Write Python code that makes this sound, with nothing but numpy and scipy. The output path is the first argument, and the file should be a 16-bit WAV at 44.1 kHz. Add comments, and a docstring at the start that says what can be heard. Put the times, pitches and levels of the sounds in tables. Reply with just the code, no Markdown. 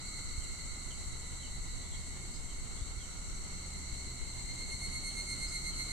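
"""Cicadas above a valley town

A far chorus drones (detuned, throbbing harmonics) and sizzles (click trains coloured by a filter); late on,
a near cicada joins with a reedy call, harmonics pumped in syllables. Gliding whistles make the birds, steady
sines the machines, shaped noise the air and road; low pulses are puffs thumping the microphone."""
import sys
import numpy as np
from scipy import signal
from scipy.fft import rfft, irfft, next_fast_len
from scipy.io import wavfile

SR = 44100
rng = np.random.default_rng(int(sys.argv[2]) if len(sys.argv) > 2 else 0)


def digitize_waveform(pressure):
    """Quantize a signal to 16-bit integers and store it at the path in sys.argv[1].

    Rows of a 2-D input are taken as channels; values are limited to [-1, 1].
    """
    field = np.atleast_2d(pressure).T
    bounded = np.clip(field, -1, 1)
    quanta = np.round(bounded * 32767).astype(np.int16)
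    wavfile.write(sys.argv[1], SR, quanta)


N = 261072
T = np.arange(N) / SR  # time [s]


def amp(db):
    """Level to gain: 20 dB is a factor of ten in amplitude."""
    return 10 ** (np.asarray(db) / 20)


def evened(x):
    """Normalization: scales a signal to rms 1."""
    return x / np.sqrt(np.mean(abs(x) ** 2) + 1e-20)


def follow(rows):
    """Linear interpolation: a (time, value) curve at every sample."""
    return np.interp(T, *np.transpose(rows))


def read(points):
    """Logarithmic frequency axis: a (frequency, value) table at every FFT bin."""
    hz, value = np.transpose(points)
    bin_hz = np.fft.rfftfreq(N, 1 / SR)
    return np.interp(np.log(bin_hz + 1), np.log(hz + 1), value)


def fading(rate_hz, order=8):
    """Narrow-band complex noise: a drifting gain and phase of rms 1, with a Gaussian spectrum."""
    size = next_fast_len(N // order + 2)  # computed at a rate lower by the order
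    weight = np.exp(-.5 * (np.fft.fftfreq(size, order / SR) / rate_hz) ** 2)
    noise = rng.standard_normal(2 * size).view(complex)
    coarse = evened(np.fft.ifft(weight * noise))
    return np.interp(T, np.arange(size) * order / SR, coarse)


def wander(rate_hz):
    """Low-pass noise: smooth chance of rms 1 that changes about rate_hz times a second."""
    return evened(fading(rate_hz).real)


def band(hz, width_hz):
    """Modulation: slow complex noise on a carrier gives a noise band of rms 1."""
    return evened((fading(width_hz) * np.exp(2j * np.pi * hz * T)).real)


def pan(left_db):
    """Level difference between the ears: two gains for a left-minus-right level."""
    return amp(np.array([[left_db], [-left_db]]) / 2)


def forest(x, t60, order=44):
    """Multiple scattering by trunks and leaves: sparse taps, different for each ear, die by 60 dB in t60 s."""
    slots = np.arange(0, SR - order, order)
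    at = slots + rng.integers(0, order, (2, len(slots)))  # one tap at random in each slot
    decay = np.exp(-np.log(1000) * at / SR / t60)
    taps = np.zeros((2, SR))
    np.put_along_axis(taps, at, rng.choice([-1., 1.], at.shape) * decay, 1)
    return signal.fftconvolve(x[None], taps / np.linalg.norm(taps[0]), axes=1)[:, :N]


def valley(swell_db=1.0, rise_db=2):
    """Partial coherence: distant traffic and leaves, most alike in both ears in the bass, slowly growing."""
    # spectrum that the slow rise ends on: (frequency [Hz], density [dB per Hz])
    air = [(30, -82), (100, -74.5), (145, -78.5), (260, -80), (400, -86.5), (550, -89.5), (1000, -88),
           (1350, -93.5), (1650, -95.5), (1900, -92), (2500, -101), (2730, -91.5), (3000, -92),
           (3250, -94.5), (3420, -101.5), (3750, -89), (5000, -101), (14000, -118)]
    # coherence of the two ears: (frequency [Hz], likeness [0-1])
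    likeness = [(40, 0.8), (160, 1), (280, 0.88), (430, 0.57), (710, 0.23), (1500, 0)]
    # balance of the ears: (frequency [Hz], left minus right [dB])
    air_balance = [(500, -1), (1000, -0.5), (1500, -5), (3000, -2.5), (6000, -8)]
    left, other = rfft(rng.standard_normal((2, N))) * np.sqrt(SR / 2)
    same = np.clip(read(likeness), 0, 1)
    side = amp(read(air_balance) / 2)
    right = same * left + np.sqrt(1 - same ** 2) * other
    ears = np.array([left * side, right / side])
    level_db = swell_db * wander(15.0) + rise_db * (T / T[-1] - 1.0)
    return irfft(ears * amp(read(air)), N) * amp(level_db)


def road(hz=1330, width_hz=140, left_db=-3):
    """Band-limited noise: far tyre noise comes and goes."""
    # level before panning: (time [s], level [dB])
    road_level = [(0, -60.5), (2.27, -67), (3.25, -61), (4.58, -70), (5.3, -62.5), (5.9, -59.5)]
    tyres = np.array([band(hz, width_hz), band(hz, width_hz)])
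    return pan(left_db) * amp(follow(road_level)) * tyres


def hum(waver_hz=0.64, waver_db=2.05, start_db=-3, growth_db_per_s=0.9):
    """Machine line spectrum: steady tones that waver on their way up the hill and grow throughout."""
    # tones before growth and panning: (frequency [Hz], rms level [dB])
    machine_tones = [(37, -53), (72.8, -53), (119.7, -61), (124.5, -63), (164, -68.5), (177.8, -64.5),
                     (239.5, -77.5), (355.5, -76), (382, -72.5)]
    tones = np.zeros(N)
    for hz, db in machine_tones:
        gain = amp(db + waver_db * wander(0.97))
        tones += gain * np.sin(2 * np.pi * np.cumsum(hz + waver_hz * wander(2.75)) / SR)
    return pan(-0.76) * np.sqrt(2) * tones * amp(start_db + growth_db_per_s * T)


def wind(lumps_db=1.5, calm_db=-5, rise_cycles=0.14, fall_cycles=0.27):
    """Turbulent pressure: eddies push on each port separately and slowly ease; stronger puffs give thumps."""
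    # rumble before its slow level changes: (frequency [Hz], density [dB per Hz])
    eddies = [(3, -71), (10, -58.5), (24, -56), (35, -61), (55, -68.5), (80, -72), (130, -86), (400, -120),
              (2000, -160)]
    # thumps of air: (time [s], level [dB], frequency [Hz], share on the right [0-1])
    puffs = [(0.385, -23, 36.2, 0.86), (0.717, -29.5, 28, 0.9), (.86, -30, 30.2, 0.95),
             (1.071, -33, 47.7, 0), (1.507, -30, 45, 0.4), (1.561, -28, 50, 0.44), (1.614, -26.5, 45, 0.3),
             (2.446, -31, 36, 0), (2.821, -21.5, 46, 0.26), (2.974, -27.5, 42, 0.8), (3.287, -29, 55, 0.5),
             (3.927, -23, 40.6, 0.26), (4.224, -26, 30.2, 0), (4.276, -27.5, 40, 0), (4.449, -30, 36, 0),
             (4.747, -28, 58, 0)]
    calm_from_s, calm_by_s = 3.1, 6.4  # the rumble eases from one towards the other
    rumble = irfft(rfft(rng.standard_normal((2, N))) * amp(read(eddies)), N) * np.sqrt(SR / 2)
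    breeze_db = np.interp(T, [calm_from_s, calm_by_s], [-1.5, calm_db])
    rumble *= pan(0.48) * amp(lumps_db * wander(1.3) + breeze_db)
    for s, db, hz, right in puffs:
        turns = (T - s) * hz
        width = np.where(turns < 0, rise_cycles, fall_cycles)
        thump = np.exp(-.5 * (turns / width) ** 2) * np.sin(2 * np.pi * turns)
        rumble += np.array([[1 - right], [right]]) * amp(db) * thump
    return rumble


def far_voice(hz, jitter, throb=0.38, throb_hz=8.4, order=(1, 2)):
    """Amplitude modulation: a far cicada's few harmonics throb, roughened by tymbal strokes and rib clicks."""
    stroke_hz, stroke_depth, click_depth, cycles_per_click = 84, .45, .22, 7
    pitch = hz * (1 + .002 * wander(3.04) + jitter * wander(169.2))
    angle = 2 * np.pi * np.cumsum(pitch) / SR
    pumping = 1 + throb * np.sin(2 * np.pi * (throb_hz * rng.uniform(.85, 1.15) * T + rng.random()))
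    stroke_angle = 2 * np.pi * stroke_hz * rng.uniform(.7, 1.3) * T + 2 * wander(12)
    strokes = 1 + stroke_depth * np.cos(stroke_angle)
    clicks = click_depth * np.cos(angle / cycles_per_click)
    return pumping * strokes * np.array([(1 + clicks * (k > 1)) * np.cos(k * angle) for k in order])


def drone(low_hz=2025, high_hz=2215, jitter=0.018, first_db=-58.0, first_follow=0.59, count=10):
    """Incoherent summation: far cicadas, each on its own pitch and rhythm, smeared by the forest."""
    # effort, the level of the second harmonics before panning: (time [s], level [dB])
    effort = [(0, -50.5), (.7, -56), (1.1, -60), (2.9, -56.5), (3.7, -55), (4.4, -52), (5.9, -47.5)]
    first, second = sum(far_voice(hz, jitter) for hz in np.linspace(low_hz, high_hz, count))
    effort_db = follow(effort)
    # the fundamentals follow only part of the effort
    low_db = first_db + first_follow * (effort_db - effort_db.mean())
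    low = amp(low_db) * evened(forest(first, t60=1.0))
    high = amp(effort_db) * evened(forest(second, t60=0.16))
    return pan(-4.5) * low + pan(-2.2) * high


def sizzle(tick_hz=480, flicker_db=.5, count=5):
    """Fusion of pulse trains: fast tymbal clicks of another kind of cicada blur into a frying hiss."""
    # level around which the hiss flickers: (time [s], level [dB])
    hiss_level = [(0, -47), (1.1, -48.5), (3, -49.5), (5.9, -46.5)]
    # relative spectrum of the hiss: (frequency [Hz], weight [dB])
    colour = [(3500, -65), (5000, -31), (5600, -10.5), (6300, -4.5), (6800, -5), (7600, 1.5), (8100, -0.5),
              (8700, -4), (9500, -22.5), (9950, -19), (10600, -15.5), (11200, -32), (11900, -27.5),
              (14000, -26.5)]
    # balance of the ears: (frequency [Hz], left minus right [dB])
    hiss_balance = [(5000, 22), (5900, -4.5), (6700, -6), (7400, 4), (8000, 3), (9500, 1.5)]
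    ticks = np.zeros((2, N))
    for group in ticks:
        for _ in range(count):
            turns = np.cumsum(tick_hz * rng.uniform(.7, 1.3) * (1 + .08 * wander(40))) / SR
            group += np.diff(np.floor(turns), prepend=0)  # one click per whole turn
    # the first group echoes longer among the trees
    scattered = forest(ticks[0], t60=0.47) + forest(ticks[1], t60=0.14)
    ear_db = read(colour) + np.array([[1], [-1]]) * read(hiss_balance) / 2
    hiss = evened(irfft(rfft(scattered) * amp(ear_db), N))
    return hiss * amp(follow(hiss_level) + flicker_db * wander(30.0))


def buzzer(width_hz=85, left_db=-7):
    """Random amplitude in narrow bands: a single rough buzz swells on the right and breaks off."""
    # level before scattering and panning: (time [s], level [dB])
    buzz_level = [(2.6, -76), (3, -60.5), (3.7, -59.5), (4.02, -61), (4.1, -85)]
    # bands of the buzz: (frequency [Hz], relative level [dB])
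    buzz_bands = [(5350, -9), (5870, 8.5), (6380, 5), (6900, -25)]
    voice = sum(amp(db) * band(hz, width_hz) for hz, db in buzz_bands)
    return pan(left_db) * forest(evened(voice) * amp(follow(buzz_level)), t60=0.19)


def neighbours(level_db=-2, first_db=-7, wet_db=-2):
    """Direct sound over scattered: nearer singers stand out of the drone as thin, slowly sinking strands."""
    # calls at middle distance: (start [s], length to half level [s], starting pitch [Hz],
    # sinking [Hz per s], relative level [dB], fifth harmonic relative to the second [dB])
    calls = [(-.3, 1.2, 2178, 22, -51, -35), (-.3, 2.5, 2020, 24, -57, -14), (-.3, 1.2, 2078, 5, -55, -35),
             (-.3, 2.4, 2128, 4, -58, -35), (.2, 3.05, 2226, 8, -57.5, -35), (.9, 1.45, 2157, 2, -55, -35),
             (.9, 1.2, 2054, 3, -58.5, -35), (3.33, .8, 2200, 62, -53.5, -35),
             (3.3, 1.15, 2112, 14, -55, -20), (3.6, .6, 2062, 20, -56, -35)]
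    attack_s, release_s = .09, .25
    song = np.zeros(N)
    for start, length, hz, sink, db, fifth_db in calls:
        age = T - start
        fade = np.clip((length - age) / release_s + .5, 0, 1)
        envelope = np.clip(age / attack_s, 0, 1) * fade
        first, second, fifth = far_voice(hz - sink * age, jitter=.009, order=(1, 2, 5))
        voice = amp(first_db) * first + second + amp(fifth_db) * fifth
        song += amp(db + level_db) * envelope * voice
    return pan(-3.5) * (song / 2 + amp(wet_db) * forest(song, t60=.25))


def bird(direct_db=-10.5, wet_db=-9.5):
    """Frequency glides: short whistles from within the trees; hoarseness shakes their pitch and level."""
    # whistles: (middle time [s], time from middle to 1/e^2 [s], relative level [dB],
    # middle pitch [Hz], glide [Hz per s])
    chirps = [(0.158, .04, -53, 3670, -7000), (0.287, .025, -54, 5150, -16000),
              (0.429, 0.04, -50, 3000, -8500), (0.918, 0.023, -44, 3060, -11000),
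              (0.97, 0.089, -55, 4830, 5000), (1.444, 0.061, -49, 3050, -5500),
              (1.684, .035, -54, 4980, 15000), (1.856, .045, -53, 3500, 4500),
              (1.932, 0.051, -50, 3340, -8500), (2.015, .05, -54, 5000, 6500),
              (2.27, 0.028, -60, 3270, -35000), (2.345, 0.043, -48, 4850, 12000),
              (2.504, 0.042, -54, 3130, -5000), (2.805, 0.049, -49, 3570, 7502),
              (3.027, 0.059, -52, 3140, -6500), (3.54, .04, -61, 5000, 8000), (4.34, .06, -54, 3600, 2500),
              (5.106, .035, -56, 3200, -7000), (5.3, .025, -54, 5040, 7998), (5.49, .025, -45, 5000, 8003),
              (5.738, 0.039, -52, 3070, -8000)]
    # low whistles are clearer, high ones hoarse and broken: (pitch [Hz], hoarseness as rms phase [rad])
    hoarseness = [(3100, .65), (5000, 1.3)]
    waver, flutter = wander(170), wander(60)
    song = np.zeros(N)
    for s, length, db, hz, glide in chirps:
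        near = abs(T - s) < 2 * length
        t = T[near] - s
        hoarse = np.interp(hz, *np.transpose(hoarseness))
        broken = evened(abs(1 + hoarse * flutter[near]))
        bell = np.exp(-2 * (t / length) ** 2)
        phase = 2 * np.pi * (hz + glide * t / 2) * t + hoarse * waver[near]
        song[near] += amp(db) * broken * bell * np.sin(phase)
    return pan(-3) * (amp(direct_db) * song + amp(wet_db) * forest(song, t60=.25))


def syllables(call_start_s=4.168, gap_s=.109, gap_growth_s=.00114):
    """Slowing rhythm: rows (time [s], level [dB]) of the near cicada's pumping as it grows to full song."""
    full_db, first_softer_db, crescendo_s = -38, 33, 0.27
    n = np.arange((T[-1] - call_start_s) / gap_s)
    since = n * gap_s + n ** 2 * gap_growth_s / 2
    level_db = full_db - first_softer_db * np.exp(-since / crescendo_s)
    return np.transpose([call_start_s + since, level_db])


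def swells(width_s):
    """Gaussian envelope: one bell-shaped swell on each syllable of the near cicada."""
    return sum(amp(db) * np.exp(-.5 * ((T - s) / width_s) ** 2) for s, db in syllables())


def near_cicada(stroke_hz=84, sag_hz=38, spread_hz=48, grit=0.14, click_db=-23, wet_db=-15,
                scrape_db=-29, scrape_hz=4700, scrape_width_hz=420):
    """Modulated resonance: tymbals ring the hollow abdomen; strokes and rib clicks add a rasp of side lines."""
    # harmonics 1, 2, ..: (clear tone [dB], rasp [dB], left minus right [dB], share held between
    # syllables [ratio], lead on the beat [s], phase by which the left ear lags [rad])
    harmonics = [(-3, -18, -4, .1, 0, 1.3), (-4.8, -11.5, -1, .48, -.012, .1),
                 (-16.5, -19, -5, .65, -.003, 1.2), (-13, -15, -1, .75, .005, .3),
                 (-19.5, -20, 0, .6, 0, 0), (-40, -32.5, -2, .8, -.005, 0)]
    # pitch lifts as it warms up, then sags: (time [s], fundamental [Hz])
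    pitch = [(4.2, 2104), (4.55, 2112), (4.72, 2138), (4.85, 2150), (5.15, 2146), (5.4, 2126), (5.7, 2123),
             (5.92, 2112)]
    beat_s, sustain_s = .015, .044  # widths of the beat and of the sustain around it
    upbeat_s, upbeat_lead_s, upbeat_share = .008, .035, .38  # a short upbeat just before each beat
    # warming up: while cold the second harmonic dominates and the others are duller by their distance
    warm_at_s, warm_s, cold_dull_db = 4.61, .065, 5  # half effort, time scale, dB per harmonic
    jitter, rustle, flutter_db, cycles_per_click = .0009, .3, .5, 7
    upbeats = np.interp(T + upbeat_lead_s, T, swells(upbeat_s))
    beats = swells(beat_s) + upbeat_share * upbeats
    sustain = swells(sustain_s)
    tilt_db = -cold_dull_db / (1 + np.exp((T - warm_at_s) / warm_s))
    angle = 2 * np.pi * np.cumsum(follow(pitch) * (1 + jitter * wander(45))) / SR
    stroke = np.exp(2j * np.pi * np.cumsum(stroke_hz * (1 + .08 * wander(14))) / SR)
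    click = np.exp(1j * (angle / cycles_per_click + wander(10)))
    steps = np.arange(-6, 3)
    ears = np.zeros((2, N))
    for ear, side in zip(ears, (1, -1)):  # left, right
        side_lines = np.array([stroke ** m * np.exp(2j * wander(6)) for m in steps])
        leaves = rustle * wander(2)  # stirring leaves shift the phase on each path
        for k, (tone_db, rasp_db, left_db, hold, lead_s, lag) in enumerate(harmonics, 1):
            # the pitch sags within each stroke, so the side lines lie mostly under the harmonic
            offset = (steps * stroke_hz + k * sag_hz) / (k * spread_hz)
            weights = (steps != 0) / (1 + offset ** 2) ** 2
            rasp = evened(evened(weights @ side_lines) + grit * fading(90 * k))
            ribs = amp(click_db) * (k - 1) * (1 / click + click / k)
            # the fundamental throbs deeply, while the overtones buzz on between syllables
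            pumping = np.interp(T + lead_s, T, beats) + sustain * hold
            drive = amp(tilt_db * (abs(k - 2) - 1) + side * left_db / 2 + flutter_db * wander(8.6))
            voice = amp(tone_db) * (1 + ribs) + amp(rasp_db) * rasp
            carrier = np.exp(1j * (k * (angle + leaves) - side * lag / 2))
            ear += pumping * drive * (voice * carrier).real
        # a dry scrape in each syllable
        ear += amp(scrape_db) * (beats + sustain / 2) * band(scrape_hz, scrape_width_hz)
    return ears + amp(wet_db) * forest(ears[0], t60=0.77)


def scene():
    """Superposition: the sound pressures of all sources add."""
    background = valley() + road() + hum() + wind()
    chorus = drone() + sizzle() + buzzer() + neighbours()
    return background + chorus + bird() + near_cicada()


def record(dry, edge_hz=14200):
    """Band limitation: the recorder's linear-phase low-pass filter."""
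    lowpass = signal.firwin(511, edge_hz, window=("kaiser", 9), fs=SR)
    return signal.oaconvolve(dry, lowpass[None], "same")


dry = scene()
out = record(dry)
digitize_waveform(out)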